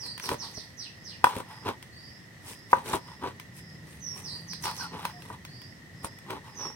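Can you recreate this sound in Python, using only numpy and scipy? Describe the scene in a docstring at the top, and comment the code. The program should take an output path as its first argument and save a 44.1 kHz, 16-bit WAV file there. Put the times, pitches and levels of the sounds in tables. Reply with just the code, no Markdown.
"""Cutting up a fish in a yard

A long knife chops and saws a fish on a wooden board in a paved yard. Each blow makes the
wood ring; the blade rasps through wet flesh, snaps small bones and pushes the slices aside.
Small birds chirp from the walls nearby, over a low rumble, a far trill and a passing engine."""
import sys
import numpy as np
from scipy import signal
from scipy.fft import rfft, irfft, next_fast_len
from scipy.io import wavfile
from scipy.ndimage import uniform_filter1d

SR = 44100
rng = np.random.default_rng(int(sys.argv[2]) if len(sys.argv) > 2 else 0)


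def waveform_to_disk(signal):
    """Save audio, clipped to [-1, 1], as 16-bit WAV at the path in sys.argv[1]."""
    frames = np.transpose(np.atleast_2d(signal))
    scaled = np.clip(frames, -1, 1) * 32767
    samples = np.round(scaled).astype(np.int16)
    wavfile.write(sys.argv[1], SR, samples)


N = 297675
T = np.arange(N) / SR


def blows(knock_pitch=1.035, slap_pitch=1.15, slap_damping=4.1, snap_pitch=1.08, snap_damping=1.24):
    """Lists every hit: (time [s], ring [dB], crack [dB], thud [dB], pitch [factor], damping [factor])."""
    # the blade lands on the board; the deeper it bites, the more it damps the wood
    # (time [s], ring [dB], crack [dB], thud [dB], damping [factor])
    chops = [(.290, -21, -17.5, -34, 1.6), (.315, -26, -28, -16.5, 1.4), (.342, -27.5, -28.5, -25, 2.1),
             (1.2419, -0.5, -9.5, -19.5, 1.85), (1.2686, -12.5, -33, -30, 1.4),
             (1.365, -36, -27.5, -16.5, 1.7), (1.401, -28.5, -32.5, -28.5, 1.35),
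             (1.664, -27, -50, -36, 1.6), (2.7307, -1.5, -28, -26, 1.33), (2.772, -31, -50, -28, 1.4),
             (2.936, -14, -29, -16.5, 1.5), (2.967, -25, -33, -30, 1.7), (3.226, -28.5, -45, -40, 1.5),
             (3.24, -26, -50, -28.5, .6), (4.638, -33, -33, -50, 0.55), (4.678, -27.5, -28, -50, .6),
             (5.052, -19, -17, -46, 1.5), (5.301, -30, -44, -30.5, 0.95), (6.305, -35, -24.5, -46, .5)]
    # wet flesh slaps down and smothers the ring (time [s], ring [dB], thud [dB])
    slaps = [(.576, -41, -21), (6.045, -20, -18), (6.652, -23, -43)]
    # small bones snap under the edge (time [s], crack [dB])
    snaps = [(.178, -26), (.198, -25), (0.239, -27.5), (1.826, -31.5), (2.789, -36), (3.398, -27.5),
             (3.578, -40), (4.533, -27), (4.712, -27), (5.221, -33.5), (5.45, -28.5), (5.617, -34.5),
             (6.187, -36.5)]
    return ([(s, ring, crack, thud, knock_pitch, damping) for s, ring, crack, thud, damping in chops]
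            + [(s, ring, -48, thud, slap_pitch, slap_damping) for s, ring, thud in slaps]
            + [(s, db - 14, db, db - 24, snap_pitch, snap_damping) for s, db in snaps])


def knocks(crack_peak_s=0.00097, rise_s=0.00062, upper_hz=1300):
    """Each blow rings the board, cracks bone at the edge and thuds through the flesh."""
    # the tones the board rings with (base pitch [Hz], level [dB], base time to fade by 60 dB [s])
    board_tones = [(265, -49, 0.041), (389, -29.5, 0.11), (513, -12, 0.043), (840, -15.5, 0.098),
                   (940, 0, 0.049), (987, -12, 0.044), (1120, -4.5, 0.034), (1456, -10.5, 0.043),
                   (1770, -14, 0.029), (2450, -19, 0.018)]
    # the board rocking on the paving (base pitch [Hz])
    rocking = (103, 176, 276, 411, 559)
    # tone colour of cracking bone (frequency [Hz], level [dB])
    crack_colour = [(300, -29), (900, -16), (1500, 6), (2500, 3.5), (3800, -1), (5500, -4), (7200, -13.5),
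                    (9500, -4), (12500, -9), (16000, -4)]
    t = T[:SR // 4]
    wood, edge = np.zeros(N), np.zeros((2, N))
    for s, ring_db, crack_db, thud_db, pitch, damping in blows():
        lift_db = 15 * amp(crack_db)  # the harder the bite, the louder the upper tones
        ring = sum(amp(db + lift_db * (hz > upper_hz)) * fade(t, t60 / damping) * sine(hz * pitch, t)
                   for hz, db, t60 in board_tones)
        thud = np.mean([sine(hz * rng.uniform(0.842, 1.186), t) for hz in rocking], axis=0)
        thud *= fade(t, t60=0.12 / damping)
        onset = 1 - np.exp(-t / rise_s)
        add(wood, s, (amp(ring_db) * ring + amp(thud_db) * thud) * onset)
        # the crack builds as the edge bites, then crumbles away
        bite = t / crack_peak_s * np.exp(1 - t / crack_peak_s)
        crumble = 0.15 * fade(t, t60=0.26)
        add(edge, s, amp(crack_db) * .5 * (bite + crumble) * rng.standard_normal((2, len(t))))
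    near = pair(wood, lag_s=.00016) + steel(colour(edge, crack_colour), share_db=-9, t60=.1)
    return near + amp(-15) * yard(near, t60_scale=0.79, first_s=0.0073)


def steel(x, share_db, t60):
    """Adds the short ring of the blade to a sound made at its edge."""
    # the steel blade's tones, damped by the flesh (pitch [Hz], level [dB])
    blade_tones = [(2750, -28.5), (3420, 1.5), (4170, 2.5), (5400, 4), (6450, 8.5), (8550, 6.5), (9450, 0)]
    t = T[:SR // 4]
    ring = sum(amp(db) * sine(hz, t) for hz, db in blade_tones) * fade(t, t60)
    ring /= np.linalg.norm(ring)
    return x + amp(share_db) * signal.oaconvolve(x, ring[None], axes=1)[:, :N]


def moves():
    """Lists every stroke: (peak time [s], length [s], rub [dB], drag [dB], rasp [dB])."""
    # the blade saws through skin and flesh (peak time [s], length [s], rub [dB], rasp [dB])
    cuts = [(.05, 0.13, -52, -53.5), (0.25, 0.09, -46.5, -45), (0.312, 0.082, -34, -43),
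            (0.515, 0.43, -59, -58), (1.374, 0.11, -39.5, -49), (2.493, 0.15, -50, -45.5),
            (2.722, 0.071, -48.5, -43.5), (2.895, 0.14, -37, -42), (2.939, 0.087, -34, -43.5),
            (3.577, .09, -72, -51), (3.922, 0.24, -66, -58), (4.18, 0.13, -53, -50),
            (4.284, 0.57, -58.5, -59.5), (4.65, 0.084, -49, -39), (4.768, .11, -57, -47.5),
            (5.25, 0.21, -56, -58.5), (6.05, 0.045, -40, -40.5)]
    # the edge scrapes along the bare board (peak time [s], length [s], rub [dB])
    scrapes = [(0.436, 0.14, -48), (1.308, 0.2, -39), (1.522, 0.17, -46), (2.764, 0.13, -40),
               (3.088, 0.17, -50), (4.677, .11, -33), (4.828, 0.15, -40), (5.024, 0.18, -40),
               (5.333, 0.074, -45.5), (6.476, 0.14, -51.5)]
    # a slice is pushed across the board (peak time [s], length [s], rub [dB])
    pushes = [(1.685, .11, -32), (3.254, .12, -36.5), (4.95, 0.11, -41.5), (6.322, 0.14, -38.5),
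              (6.63, 0.21, -41.5)]
    return ([(s, length, db, db - 1.5, rasp_db) for s, length, db, rasp_db in cuts]
            + [(s, length, db, db - 15, db - 13) for s, length, db in scrapes]
            + [(s, length, db, db - 1.5, db - 20.5) for s, length, db in pushes])


def stroke_gains(swell_share=0.44):
    """Loudness of rub, drag and rasp: each stroke swells by 20 dB and fades again within its length."""
    t = np.arange(N // 64 + 1) * 64 / SR
    powers = np.zeros((3, len(t)))
    for s, length, *levels_db in moves():
        from_peak = np.maximum((s - t) / swell_share, (t - s) / (1 - swell_share)) / length
        for power, db in zip(powers, levels_db):
            power += amp(db - 20 * from_peak ** 1.58) ** 2
    return [np.interp(T, t, np.sqrt(power)) for power in powers]


def strokes(judder_db=2.3, rasp_boost_db=2):
    """The blade sticks and slips: wood and flesh answer low, scales and bones crackle high."""
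    # tone colour of the rub on the wood (frequency [Hz], level [dB])
    rub_colour = [(350, -45), (600, -19), (740, -8), (820, 1), (980, 4.5), (1150, -1), (1300, -6.5),
                  (1520, -7), (1950, -18), (2200, -13.5), (3400, -11.5), (4200, -14.5), (6000, -29),
                  (9000, -83)]
    # tone colour of the heavy drag of the flesh (frequency [Hz], level [dB])
    drag_colour = [(35, -54), (60, -14.5), (95, 3), (180, -7), (275, 5), (330, -2.5), (400, 5), (480, -0.5),
                   (620, -8), (900, -31), (1500, -33)]
    # tone colour of the wet rasp (frequency [Hz], level [dB])
    rasp_colour = [(1200, -3), (2500, 1), (4000, -2), (5500, -2), (7200, -3), (8800, 1), (10500, 0),
                   (12500, -3.5), (16000, -4)]
    judder = unit(amp(judder_db * wander(N, hz=80)))
    slips = pair(grains(per_s=1300, spread_db=2.4), lag_s=.0001)
    slips += 0.24 * rng.standard_normal((2, N))  # each side gets its own hiss
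    rub, drag, rasp = stroke_gains()
    near = rub * unit(colour(slips * judder, rub_colour))
    near += drag * unit(colour(slips * judder, drag_colour))
    near += amp(rasp_boost_db) * rasp * unit(colour(crackle() * judder, rasp_colour))
    return near + amp(-11) * yard(near, t60_scale=0.37, first_s=0.0057)


def grains(per_s, spread_db):
    """Tiny slips and tears: clicks of uneven size at random times."""
    when, size, side = rng.random((int(per_s * N / SR), 3)).T
    sizes_db = spread_db * np.minimum(-np.log(1 - size), 4)  # many small, few large
    clicks = amp(sizes_db) * np.sign(side - .5)
    return unit(np.bincount((when * N).astype(int), clicks, N))


def crackle(pitch_count=10):
    """Scales and fibres snap one by one, each a few cycles at its own pitch, over a wet hiss."""
    out = np.zeros((2, N))
    for hz in np.geomspace(2000, 14000, pitch_count):
        t = T[:int(6 * SR / hz)]
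        snap = sine(hz, t) * np.exp(-t * hz / 1.5)
        snaps = unit(np.convolve(grains(per_s=hz / 30, spread_db=4), snap)[:N])
        out += np.sqrt(hz) * np.array([snaps, np.roll(snaps, rng.integers(-9, 10))])
    return unit(out) + .6 * rng.standard_normal((2, N))


def squelch(width_hz=110):
    """Air sucks through a wet gap whose pitch sinks as it opens."""
    # the gap as the slice parts (time [s], pitch [Hz], level [dB])
    gap = [(4.785, 1500, -56), (4.81, 1578, -41), (4.83, 1477, -46), (4.853, 1363, -39), (4.878, 1310, -65)]
    s, hz, db = np.transpose(gap)
    turn = phase(np.interp(T, s, hz))
    fuzz = np.array([wander(N, width_hz) * np.cos(turn) + wander(N, width_hz) * np.sin(turn)
                     for _ in range(2)])
    blended = unit(fuzz + 0.19 * fuzz[::-1])  # a little of each side reaches the other
    return blended * np.interp(T, s, amp(db), left=0, right=0)


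def ping(s=6.046, hz=9400, db=-30, t60=.045):
    """Freed from the flesh, the blade rings once on its highest tone."""
    t, out = T[:SR // 4], np.zeros(N)
    add(out, s, amp(db) * fade(t, t60) * sine(hz, t))
    return pair(out, lag_s=0)


def calls(chip_top_hz=6550, dive_hz_per_s=37000, chip_buzz=0.98):
    """Lists every bird call as its start time [s] followed by its shape."""
    # buzzy chips dive from one pitch at one speed, so longer ones end lower
    # (time [s], length [s], level [dB])
    chips = [(0.206, 0.098, -37.5), (0.379, 0.096, -36.5), (.53, 0.093, -39), (0.767, .11, -38),
             (1.034, 0.11, -40.5), (4.473, 0.08, -37.5), (4.618, 0.079, -36.5), (4.763, 0.072, -37)]
    # shapes of the other calls
    # (length [s], first pitch [Hz], middle pitch [Hz], last pitch [Hz], level [dB], buzz [0-1])
    slur = (0.1239, 6550, 4559, 4220, -37.5, 0.64)
    upturn = (0.06, 4296, 4660, 4780, -38.5, 0)
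    whistle = (0.15, 6374, 5701, 5556, -38.5, 0.2)
    rising = (0.2, 4381, 4680.5, 4750, -49.5, .22)
    peep = (0.27, 5180.5, 5160.5, 5289, -55, .45)
    # a far bird peeps about twice a second (time [s])
    peeps_s = [.942, 1.43, 1.96, 2.41, 2.92, 3.51, 4.97, 5.48, 5.92, 6.44]
    slurs_s, whistles_s, risings_s = [-.015, 4.226], [3.997, 6.544], [1.905, 5.46]
    upturns_s = np.add(slurs_s, .086)  # every slur ends in an upturn
    songs = [(slur, slurs_s), (upturn, upturns_s), (whistle, whistles_s),
             (rising, risings_s), (peep, peeps_s)]
    dives = []
    for s, length, db in chips:
        drop_hz = dive_hz_per_s * length
        dives.append((s, length, chip_top_hz, chip_top_hz - drop_hz / 2, chip_top_hz - drop_hz,
                      db, chip_buzz))
    return dives + [(s, *shape) for shape, starts in songs for s in starts]


def birds(base_buzz_hz=125, overtone_db=-25, near_db=-37, flutter_depth=0.12, roughness=.045):
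    """Gliding whistles that break into a buzz; the fainter the bird, the more it is heard off the walls."""
    # tone colour of the beak (frequency [Hz], level [dB])
    beak_colour = [(2200, 12), (3300, -13), (4300, -3.5), (5500, -1), (6100, -5), (6800, -20), (8500, 8),
                   (9600, -1.5), (12000, 0.5)]
    song, direct = np.zeros((2, N))
    for s, length, first, middle, last, db, buzz in calls():
        progress = np.linspace(0, 1, int(length * SR))
        glide_hz = np.polyval(np.polyfit([0, .5, 1], [first, middle, last], 2), progress)
        jitter = unit(uniform_filter1d(rng.standard_normal(len(progress)), size=60))
        flutter = sine(base_buzz_hz * rng.uniform(0.78, 1.15), length * progress)
        shake = (flutter_depth * flutter + roughness * jitter) * np.sin(np.pi * progress * .95)
        turn = phase(glide_hz * (1 + buzz * shake))
        swell = np.abs(np.sin(np.pi * progress)) ** .6
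        call = amp(db) * unit(swell * (np.sin(turn) + amp(overtone_db) * np.sin(2 * turn)))
        add(song, s, call)
        add(direct, s, call * amp(min(db - near_db, 0) / 2))
    song, direct = colour(np.array([song, direct]), beak_colour)
    echoes = yard(np.array([song, song]), t60_scale=1.82, first_s=.003)
    heard = amp(-4) * pair(direct, lag_s=-2 / SR) + amp(-3) * echoes
    return heard * amp([[-1.5], [0]])  # a little softer on the left


def hoot(s=5.12, length_s=0.098, hz=715, db=-54):
    """One faint, far hoot: a pure tone that swells and fades."""
    t, out = T[:int(length_s * SR)], np.zeros(N)
    add(out, s, amp(db) * unit(np.hanning(len(t)) ** .5 * sine(hz, t)))
    return pair(out, lag_s=0.00022)


def air(air_db=-51, alike_hz=600, trill_db=-56, trill_hz=1900, trill_width_hz=105, throb_hz=28):
    """Distant rumble and hiss, with a narrow, throbbing trill like far insects."""
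    # tone colour of the rumble and hiss (frequency [Hz], level [dB])
    air_colour = [(25, -41), (50, -10.5), (70, -4), (100, 1.5), (160, -0.5), (240, -6.5), (450, -13.5),
                  (800, -17.5), (1400, -20.5), (3000, -22), (5500, -25), (7200, -30), (9000, -33),
                  (15000, -37)]
    hz = np.fft.rfftfreq(N, 1 / SR)
    left, other, *trill_noise = rfft(rng.standard_normal((4, N)))
    shared = .93 / (1 + (hz / alike_hz) ** 2)  # low sounds are nearly alike on both sides
    right = shared * left + np.sqrt(1 - shared ** 2) * other
    wash = irfft(np.array([left, right]) * amp(read(air_colour, hz)), N)
    trill = irfft(np.array(trill_noise) / (1 + ((hz - trill_hz) / trill_width_hz) ** 4) ** .5, N)
    throb = 1 + .3 * np.sin(phase(throb_hz * (1 + .15 * wander(N, hz=8))))
    flicker = amp(.5 * wander(N, hz=29))
    lean_right = amp([[-1], [1]])
    return amp(air_db) * unit(wash) * flicker + amp(trill_db) * unit(trill * throb) * lean_right


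def traffic(peak_s=4.62, swell_s=1.66, hum_hz=160, hum_db=-53, rumble_db=-51):
    """A far engine swells and fades: a wavering hum in its own rumble."""
    hum = np.sin(phase(hum_hz * (1 + .08 * wander(N, hz=5))))
    hum *= 1 + .5 * wander(N, hz=30)
    low_band = signal.butter(2, [75, 190], "band", fs=SR, output="sos")
    rumble = signal.sosfilt(low_band, rng.standard_normal(N))
    swell = np.exp(-((T - peak_s) / swell_s) ** 2)
    return (amp(hum_db) * unit(hum) + amp(rumble_db) * unit(rumble)) * swell


def yard(x, t60_scale, first_s):
    """Scattered echoes from the paving and walls; the lowest and highest die first."""
    # how long the echoes last (frequency [Hz], base time to fade by 60 dB [s])
    echo_times = [(100, 0.074), (500, 0.29), (1000, 0.23), (3000, 0.19), (8000, 0.22), (16000, 0.045)]
    echoes = rng.standard_normal((2, SR)) * (rng.random((2, SR)) < 3000 / SR)  # about 3000 a second
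    echoes *= T[:SR] > first_s
    hz, t, bands = signal.stft(echoes, SR, nperseg=256)
    t60 = t60_scale * read(echo_times, hz)[:, None]
    tail = signal.istft(bands * fade(t, t60), SR, nperseg=256)[1]
    tail /= np.linalg.norm(tail, axis=1, keepdims=True)
    return signal.fftconvolve(x, tail, axes=1)[:, :N]


def amp(db):
    """Turns decibels into a factor to multiply by."""
    return 10 ** (np.asarray(db) / 20)


def unit(x):
    """Scales a sound to an average (rms) strength of 1."""
    return x / np.sqrt(np.mean(x ** 2) + 1e-20)


def sine(hz, t):
    """A pure tone."""
    return np.sin(2 * np.pi * hz * t)


def phase(hz):
    """The angle a wave has turned through as its pitch changes."""
    return 2 * np.pi * np.cumsum(hz) / SR


def fade(t, t60):
    """Dies away by 60 dB every t60 seconds."""
    return amp(-60 * t / t60)


def read(points, hz):
    """Reads between a table's rows on a log frequency scale."""
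    f, value = np.transpose(points)
    return np.interp(np.log(hz + 1), np.log(f + 1), value)


def add(mix, s, sound):
    """Mixes a sound in at time s."""
    start = round(s * SR)
    sound = sound[..., max(-start, 0):]
    part = mix[..., max(start, 0):][..., :sound.shape[-1]]
    part += sound[..., :part.shape[-1]]


def colour(x, points, size=2048):
    """Gives a sound a table's tone colour, with a filter that never rings ahead of the sound."""
    log_gain = np.log(amp(read(points, abs(np.fft.fftfreq(size, 1 / SR)))))
    taps = np.fft.ifft(np.exp(np.conj(signal.hilbert(log_gain)))).real
    return signal.oaconvolve(np.atleast_2d(x), taps[None], axes=1)[:, :x.shape[-1]]


def wander(length, hz):
    """A smooth random drift of strength 1, mostly slower than hz."""
    step = 32
    noise = rng.standard_normal(next_fast_len(N // step + 2))
    f = np.fft.rfftfreq(len(noise), step / SR)
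    slow = unit(irfft(rfft(noise) * np.exp(-(f / hz) ** 2), len(noise)))
    return np.interp(np.arange(length) / step, np.arange(len(slow)), slow)


def pair(x, lag_s):
    """A sound reaches the right microphone lag_s after the left (before it, if negative)."""
    return np.array([x, np.interp(T - lag_s, T, x)])


def scene():
    """Knife and board close by, birds and air around them."""
    return knocks() + strokes() + squelch() + ping() + birds() + hoot() + air() + traffic()


def record(dry, low_cut_hz=60, high_cut_hz=16100):
    """The microphone sheds deep bass, colours each side, rounds off peaks and drops the top treble."""
    # each microphone opening has its own tone colour (frequency [Hz], left minus right [dB])
    balance = [(500, 0), (1300, 1), (2400, 0.5), (3300, -0.5), (4500, -3), (6200, -7.5), (8300, 13),
               (9500, 2), (11000, -6.5), (15000, 0)]
    dry = signal.sosfilt(signal.butter(2, low_cut_hz, "high", fs=SR, output="sos"), dry)
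    sides = np.vstack([colour(x, [(hz, side * db / 2) for hz, db in balance])
                       for x, side in zip(dry, (1, -1))])
    rounded = sides / (1 + sides ** 6) ** (1 / 6)
    high_cut = signal.firwin(511, high_cut_hz, window=("kaiser", 9), fs=SR)
    return signal.oaconvolve(rounded, high_cut[None], "same")


dry = scene()
out = record(dry)
waveform_to_disk(out)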